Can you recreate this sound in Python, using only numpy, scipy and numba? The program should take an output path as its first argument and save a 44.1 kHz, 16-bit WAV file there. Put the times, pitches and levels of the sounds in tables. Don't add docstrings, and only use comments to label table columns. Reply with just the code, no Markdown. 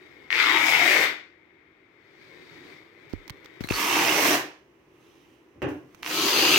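import sys
import numpy as np
from scipy import signal
from scipy.fft import rfft, irfft
from scipy.io import wavfile
from scipy.ndimage import uniform_filter1d
from numba import njit

SR = 44100
rng = np.random.default_rng(int(sys.argv[2]) if len(sys.argv) > 2 else 0)


def store_pcm(level_fs):
    pcm = np.round(np.clip(level_fs, -1, 1) * 32767).astype(np.int16)
    wavfile.write(sys.argv[1], SR, np.atleast_2d(pcm).T)


N = 290178
TIME = np.arange(N) / SR

PULLS = [(.30, 1.04, -26, 0.061, 1990, 542, -3, -7.5, -3.5, 4.5),
         (3.682, 4.347, -23.5, .13, 1430, 596, -5.5, -5, -7.5, -1),
         (6.028, 6.607, -24.5, 0.17, 1540, 710, -8, -1, -5.5, 0)]
# middle and half length in seconds, then thread boost,
# fizz boost and rail ring in dB.
SURGES = [(0.407, 0.084, 2, -2, -6.5), (.62, 0.099, -3, -1, -20), (0.683, 0.044, -0.5, 5, -14.5),
          (0.76, 0.055, -1, 0.5, -4.5), (0.914, 0.048, -1, 3, -2), (1.083, 0.036, 5.5, -0.5, -6),
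          (3.802, .035, 2, 3, -5), (3.89, 0.024, -2.5, -0.5, -15), (3.966, .06, 1, -2, -4),
          (4.095, 0.056, -0.5, -1.5, -3.5), (4.267, 0.054, 1.5, 3.5, -12.5), (6.08, 0.052, 0.5, 2, -6),
          (6.392, 0.052, 1.5, 0, -5.5), (6.543, 0.089, -0.5, 0, -1)]
# frequency in Hz, gain in dB.
THREAD_EQ = [(100, -32.5), (400, -32), (650, -14.5), (950, -4.5), (1600, -1), (2600, -3), (4500, -5.5),
             (6500, -17.5), (9000, -24.5), (15000, -31)]
FIBRE_EQ = [(2000, -22.5), (5000, 6.5), (7000, 5), (10000, 0), (13000, -1), (16000, -8)]
TABLE_EQ = [(25, -47.5), (60, -24), (100, -24), (150, -10), (205, -15), (260, -9), (305, 2.5), (400, -1.5),
            (520, -6.5), (750, -8), (1500, -18.5), (5000, -62.5)]

def tearing(snap_db=-0.5, rail_rest_db=-14, judder_db=0.08):
    snap = scatter(crackle(rate=2200, spread_db=1.5), THREAD_EQ, spread=1.44)
    fizz = scatter(crackle(rate=9000, spread_db=3), FIBRE_EQ, spread=1.3)
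    drum = unit(colour(crackle(rate=1500, spread_db=-1), TABLE_EQ))
    ring = unit(rail(crackle(rate=500, spread_db=0.5)))
    plucks = crackle(rate=900, spread_db=5.5)
    ring_gain = undb(rail_rest_db)
    for middle, half, threads_db, fizz_db, rail_db in SURGES:
        swell = np.exp(-((TIME - middle) / half) ** 2)
        snap = snap * undb(threads_db * swell)
        fizz = fizz * undb(fizz_db * swell)
        ring_gain = ring_gain + undb(rail_db) * swell
    out = 0
    for row in PULLS:
        effort, strip_gain, drum_gain, fizz_gain, strip_hz = pull(*row)
        strip = freed_strip(plucks, strip_hz)
        strip /= np.sqrt(np.average(strip ** 2, weights=effort))
        felt = undb(snap_db) * snap + strip_gain * strip + fizz_gain * fizz
        wood = ring_gain * ring + drum_gain * drum
        out = out + effort * (felt + wood)
    return out * undb(judder_db * drift(70))

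def pull(start, end, db, attack_s, first_hz, last_hz, strip_db, drum_db, fizz_db, fizz_rise_db):
    lean_db_per_s, release_db_per_s, drum_rise_db = 2, 266, 4
    age = np.maximum(TIME - start, 0)
    freed = np.minimum(age / (end - start), 1)
    lean_db = lean_db_per_s * (np.minimum(TIME, end) - (start + end) / 2)
    release_db = release_db_per_s * np.maximum(TIME - end, 0)
    effort = (1 - np.exp(-age / attack_s)) * undb(db + lean_db - release_db)
    drum_gain = undb(drum_db + drum_rise_db * (freed - .5))
    fizz_gain = undb(fizz_db + fizz_rise_db * (freed - 1))
    strip_hz = 1 / ((1 - freed) / first_hz + freed / last_hz)
    return effort, undb(strip_db), drum_gain, fizz_gain, strip_hz

def freed_strip(plucks, hz, overtone_ratio=2.94, overtone_db=-5.5):
    def mode(centre, damping):
        return resonate(resonate(plucks, centre, damping), centre, damping)
    return mode(hz, damping=0.55) + undb(overtone_db) * mode(overtone_ratio * hz, damping=0.31)

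# pitch in Hz, bandwidth as a fraction of the pitch, level in dB.
RAIL_MODES = [(2678, 0.16, 6), (4330, 0.024, -18)]

def rail(x):
    return sum(undb(db) * resonate(x, np.full(N, hz), damping) for hz, damping, db in RAIL_MODES)

# start in seconds, relative level in dB, send to the rail in dB.
SNAPS = [(0.3047, 3, -7.5), (0.3137, -5, -5), (.3275, 3, 3), (0.3493, 2.5, -8), (.3565, 3.5, -9.5),
         (0.381, 7.5, -6), (.39, 4.5, -11.5), (.4003, 11, -9.5), (0.4099, 2.5, -10.5), (0.426, 9, -11.5),
         (0.4874, 9.5, -15), (.572, 7, -12), (.7408, 5.5, -8.5), (3.607, -14.5, -12), (3.675, -21, -8),
         (3.688, -1, -6.5), (3.7058, -1, -4.5), (3.723, 5, -12), (6.031, 1.5, -11), (6.047, -5, -7),
         (6.0628, 3.5, -7), (6.076, 1.5, -9), (6.56, -6, 20)]

def snaps(snap_db=1, rail_return_db=6):
    cracks = impulses([(start, db) for start, db, _ in SNAPS])
    ring = rail(impulses([(start, db + send_db) for start, db, send_db in SNAPS]))
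    return undb(snap_db) * colour(cracks + undb(rail_return_db) * ring, THREAD_EQ)

# start in seconds, level in dB, decay in seconds, pitch in Hz.
SQUEAKS = [(3.636, -36.5, 0.02, 4070), (3.691, -30, 0.0064, 4290), (3.702, -26.5, 0.0069, 2550),
           (3.736, -29.5, 0.047, 4450)]

def squeaks(damping=0.056):
    slips = crackle(rate=1500, spread_db=0)
    out = 0
    for start, db, decay_s, hz in SQUEAKS:
        ring = unit(resonate(slips, np.full(N, hz), damping))
        out = out + undb(db) * ring * burst(start, decay_s)
    return out

# start in seconds, relative level in dB, low-pass in Hz.
BUMPS = [(5.559, -2.5, 121), (5.6196, 10, 3030), (5.6247, -10, 2980), (5.625, -4, 3000), (5.633, 7, 1200),
         (5.6432, 9.5, 590), (5.6503, 8, 600), (5.666, -3, 1500)]
# frequency in Hz, gain in dB.
BUMP_EQ = [(30, -37), (60, -12), (140, -2), (210, -13.5), (310, 6), (420, -2), (560, -5), (900, -12.5),
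           (1250, -17.5), (1600, -8), (2100, -19.5), (2800, -12), (3600, -26.5), (12000, -43.5)]

def bumps():
    force = sum(butter(impulses([(start, db)]), 1, hz, "low") for start, db, hz in BUMPS)
    return colour(force, BUMP_EQ)

# start and end in seconds, opening level in dB,
# swell in dB per second, brush pitch in Hz, brush level against the stroke in dB.
STROKES = [(0, 0.306, -54, 2, 4300, -18), (2.22, 2.722, -54, 10, 4380, -9.5),
           (3.05, 3.6, -54, 2, 4300, -44), (5.04, 5.339, -63.5, -5, 2900, -1),
           (5.99, 6.097, -55.5, -6, 2860, -22)]
# frequency in Hz, gain in dB.
CLOTH_EQ = [(30, -28.5), (70, -13.5), (150, -4), (220, -13), (340, 2.5), (480, -5.5), (700, -14),
            (1200, -16), (2700, -18), (4500, -22.5), (6500, -29), (9000, -33), (15500, -39)]

def sliding(attack_s=0.14, release_s=0.09, rustle_db=-76.5):
    nap = scatter(crackle(rate=9000, spread_db=5), CLOTH_EQ, spread=0.8)
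    out = undb(rustle_db) * nap
    for start, end, db, swell_db_per_s, hz, brush_db in STROKES:
        fades = np.exp(np.minimum(TIME - start, 0) / attack_s - np.maximum(TIME - end, 0) / release_s)
        level = undb(db + swell_db_per_s * (np.clip(TIME, start, end) - start))
        brush = unit(resonate(crackle(rate=8300, spread_db=1.5), np.full(N, hz), damping=0.26))
        out = out + (nap + undb(brush_db) * brush) * fades * level
    return out * undb(.5 * drift(12))

# start in seconds, level in dB, pitch in Hz, left minus right in dB.
FINGERS = [(3.136, -19.5, 293, -22.5), (3.304, -26.5, 126, 0), (3.608, -20, 250, 17),
           (3.644, -28, 284, 26.5), (3.709, -13, 344, 17.5)]

def fingers(decay_cycles=0.66, case_hz=95, case_db=-15, sway_hz=42, sway_db=-21):
    def mode(start, hz, decay_s):
        age = np.maximum(TIME - start, 0)
        return np.sin(2 * np.pi * hz * age) * np.exp(-age / decay_s)
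    out = np.zeros((2, N))
    for start, db, hz, pan_db in FINGERS:
        thud = mode(start, hz, decay_cycles / hz)
        ring = undb(case_db) * mode(start, case_hz, decay_s=0.017)
        sway = undb(sway_db) * mode(start, sway_hz, decay_s=0.034)
        rocking = ring + sway
        out += pan(db, pan_db) * np.array([thud - rocking, thud + rocking])
    return butter(out, 3, 42, "high")

# start in seconds, relative level in dB, decay in seconds,
# left minus right in dB.
TICKS = [(3.095, -60, 0.044, -23), (3.13, -51, 0.0035, -32), (3.279, -40, 0.0024, -25),
         (3.2971, -27.5, 0.0014, -19), (3.303, -34, 0.0014, -17), (3.445, -45.5, 0.0057, -12),
         (3.4585, -37, 0.002, -6), (3.606, -42.5, 0.018, -16), (3.638, -45.5, 0.021, 21.5),
         (3.673, -35, 0.00091, 18), (3.69, -25.5, 0.0019, 3), (3.708, -31, 0.008, -5),
         (5.623, -46, 0.0053, -16), (5.685, -49, 0.058, -2), (5.947, -43.5, 0.0037, -5),
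         (6.026, -37, 0.004, 3), (6.062, -36, 0.0022, 11)]
# frequency in Hz, gain in dB.
TICK_EQ = [(300, 6), (1500, 4.5), (4000, -0.5), (7000, -6), (15000, -12.5)]

def ticks():
    envelope = sum(pan(db, pan_db) * burst(start, decay_s) for start, db, decay_s, pan_db in TICKS)
    return envelope * np.array([unit(colour(rng.standard_normal(N), TICK_EQ)) for _ in range(2)])

# frequency in Hz, gain in dB.
AIR_EQ = [(25, -35), (60, -11.5), (130, -6.5), (220, -10), (340, 3), (450, -6), (700, -14.5), (1200, -16.5),
          (2500, -18.5), (4000, -28.5), (6000, -35), (9000, -41.5), (15500, -45.5)]

def air(level_db=-58):
    hush = diffuse_pair(*(colour(rng.standard_normal(N), AIR_EQ) for _ in range(2)))
    return unit(hush) * undb(level_db + 0.23 * drift(2.4))

def room(x, early_db, tail_db, early_s=0.055, t60_low=0.41, t60_high=0.19, path_sets=4):
    x = np.atleast_2d(x)
    t = TIME[:int(.6 * SR)]

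    def decay(t60):
        return unit(rng.standard_normal(len(t)) * undb(-60 * t / t60)) / np.sqrt(len(t))

    def paths():
        tail = butter(decay(t60_low), 2, 4500, "low") + butter(decay(t60_high), 2, 4500, "high")
        return undb(early_db) * decay(early_s) + undb(tail_db) * tail * np.minimum(t / .006, 1)
    fade_out = np.cos(np.pi / 2 * (t / t[-1]) ** 4) ** 2
    shares = np.array([drift(14) for _ in range(path_sets)])
    shares /= np.sqrt(np.sum(shares ** 2, axis=0))
    echoes = 0
    for share in shares:
        response = fade_out * diffuse_pair(paths(), paths())
        echoes = echoes + signal.oaconvolve(share * x, response, axes=1)[:, :N]
    return (x + echoes) / np.sqrt(1 + undb(early_db) ** 2 + undb(tail_db) ** 2)

def scatter(clicks, eq, spread):
    return unit(np.array([colour(clicks * (1 + spread * rng.standard_normal(N)), eq) for _ in range(2)]))

def diffuse_pair(common, apart, split_hz=900):
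    hz = np.fft.rfftfreq(len(common), 1 / SR)
    angle = np.pi / 4 * np.tanh(hz / split_hz)
    mid, side = np.cos(angle) * rfft(common), np.sin(angle) * rfft(apart)
    return irfft(np.array([mid + side, mid - side]), len(common))

def crackle(rate, spread_db):
    size = undb(spread_db * np.minimum(rng.exponential(size=N), 3))
    return unit((rng.random(N) < rate / SR) * size * rng.choice([-1, 1], N))

def impulses(rows):
    x = np.zeros(N)
    for start, db in rows:
        x[int(start * SR)] += undb(db)
    return x

def burst(start, decay_s):
    return (TIME >= start) * np.exp(-np.abs(TIME - start) / decay_s)

def drift(rate):
    step = max(int(SR / rate), 1)
    return 1.1 * uniform_filter1d(np.repeat(rng.standard_normal(N // step + 1), step), step)[:N]

def colour(x, eq, size=4096):
    hz, db = np.transpose(eq)
    log_bins = np.log(np.fft.rfftfreq(size, 1 / SR) + 1)
    cepstrum = irfft(np.log(undb(np.interp(log_bins, np.log(hz), db))))
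    cepstrum[1:size // 2] *= 2
    cepstrum[size // 2 + 1:] = 0
    return signal.fftconvolve(x, irfft(np.exp(rfft(cepstrum))))[:N]

@njit
def resonate(x, hz, damping):
    out = np.empty(len(x))
    band_state, low_state = 0., 0.
    for i in range(len(x)):
        g = np.tan(np.pi * hz[i] / SR)
        band = (band_state + g * (x[i] - low_state)) / (1 + g * (g + damping))
        band_state = 2 * band - band_state
        low_state += 2 * g * band
        out[i] = damping * band
    return out

def butter(x, order, hz, kind):
    return signal.sosfilt(signal.butter(order, hz, kind, fs=SR, output="sos"), x)

def pan(db, pan_db):
    return undb(db + np.array([[pan_db], [-pan_db]]) / 2)

def undb(db):
    return 10 ** (np.asarray(db) / 20)

def unit(x):
    return x / np.sqrt(np.mean(x ** 2))

def scene():
    cloth = room(tearing() + sliding(), early_db=-5.5, tail_db=-1.5)
    threads = room(snaps() + squeaks(), early_db=-7.5, tail_db=-5.5)
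    table = room(bumps(), early_db=-1.5, tail_db=11.5)
    return undb(0.5) * cloth + threads + undb(13.5) * table + fingers() + undb(-1.5) * ticks() + air()

# frequency in Hz, left gain in dB, right gain in dB.
GRIP_EQS = [
    [(296, -3.5, -2), (674, -1.5, -4.5), (1010, 1.5, -1.5), (1690, 7, -5.5), (2170, 17, -1.5),
     (2770, -0.5, -2), (3820, 7.5, -3.5), (4000, -14.5, 1.3), (5400, -15, 0), (6960, -12, -4),
     (8350, -7, -7), (10400, -11, -11), (11400, -3.5, -7.5), (15500, -5, 1.5)],
    [(300, -1, 0.04), (680, -0.7, -3.5), (1013, 3.5, 2.5), (1490, -2, -2.5), (2020, 0.7, 2.5),
     (2840, -7.5, 2), (3320, -8, -0.5), (3900, -8, -1), (4520, -2.5, -5.5), (5000, -8, -0.5),
     (6040, -2.9, 6.5), (7140, -2.8, -2), (10000, 1, -2), (15000, 6, 5)],
    [(310, 1, -1), (615, -4.5, -5), (1140, 2, 1), (1640, -3.5, -3.5), (2200, 0, 0.7), (2980, 4.5, 4.5),
     (3680, 5, 0.5), (4850, 10.5, -0.5), (5840, -14, 7), (6000, 6.5, 6), (7640, -2, -2), (9800, 0, -3.5),
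     (11900, 7, -1.0), (15500, 7.5, 7)],
]
REGRIP_S = [3.64, 6.12]

def record(dry, crossfade_s=0.082, top_hz=16000):
    first, second = (np.clip((TIME - middle) / crossfade_s + .5, 0, 1) for middle in REGRIP_S)
    out = 0
    for grip, share in zip(GRIP_EQS, (1 - first, first - second, second)):
        hz, *port_dbs = np.transpose(grip)
        cupped = [colour(channel, np.transpose([hz, db])) for channel, db in zip(dry, port_dbs)]
        out = out + share * np.array(cupped)
    top_cut = signal.ellip(10, .2, 70, top_hz, fs=SR, output="sos")
    return signal.sosfilt(top_cut, np.clip(out, -1, 1))

dry = scene()
out = record(dry)
store_pcm(out)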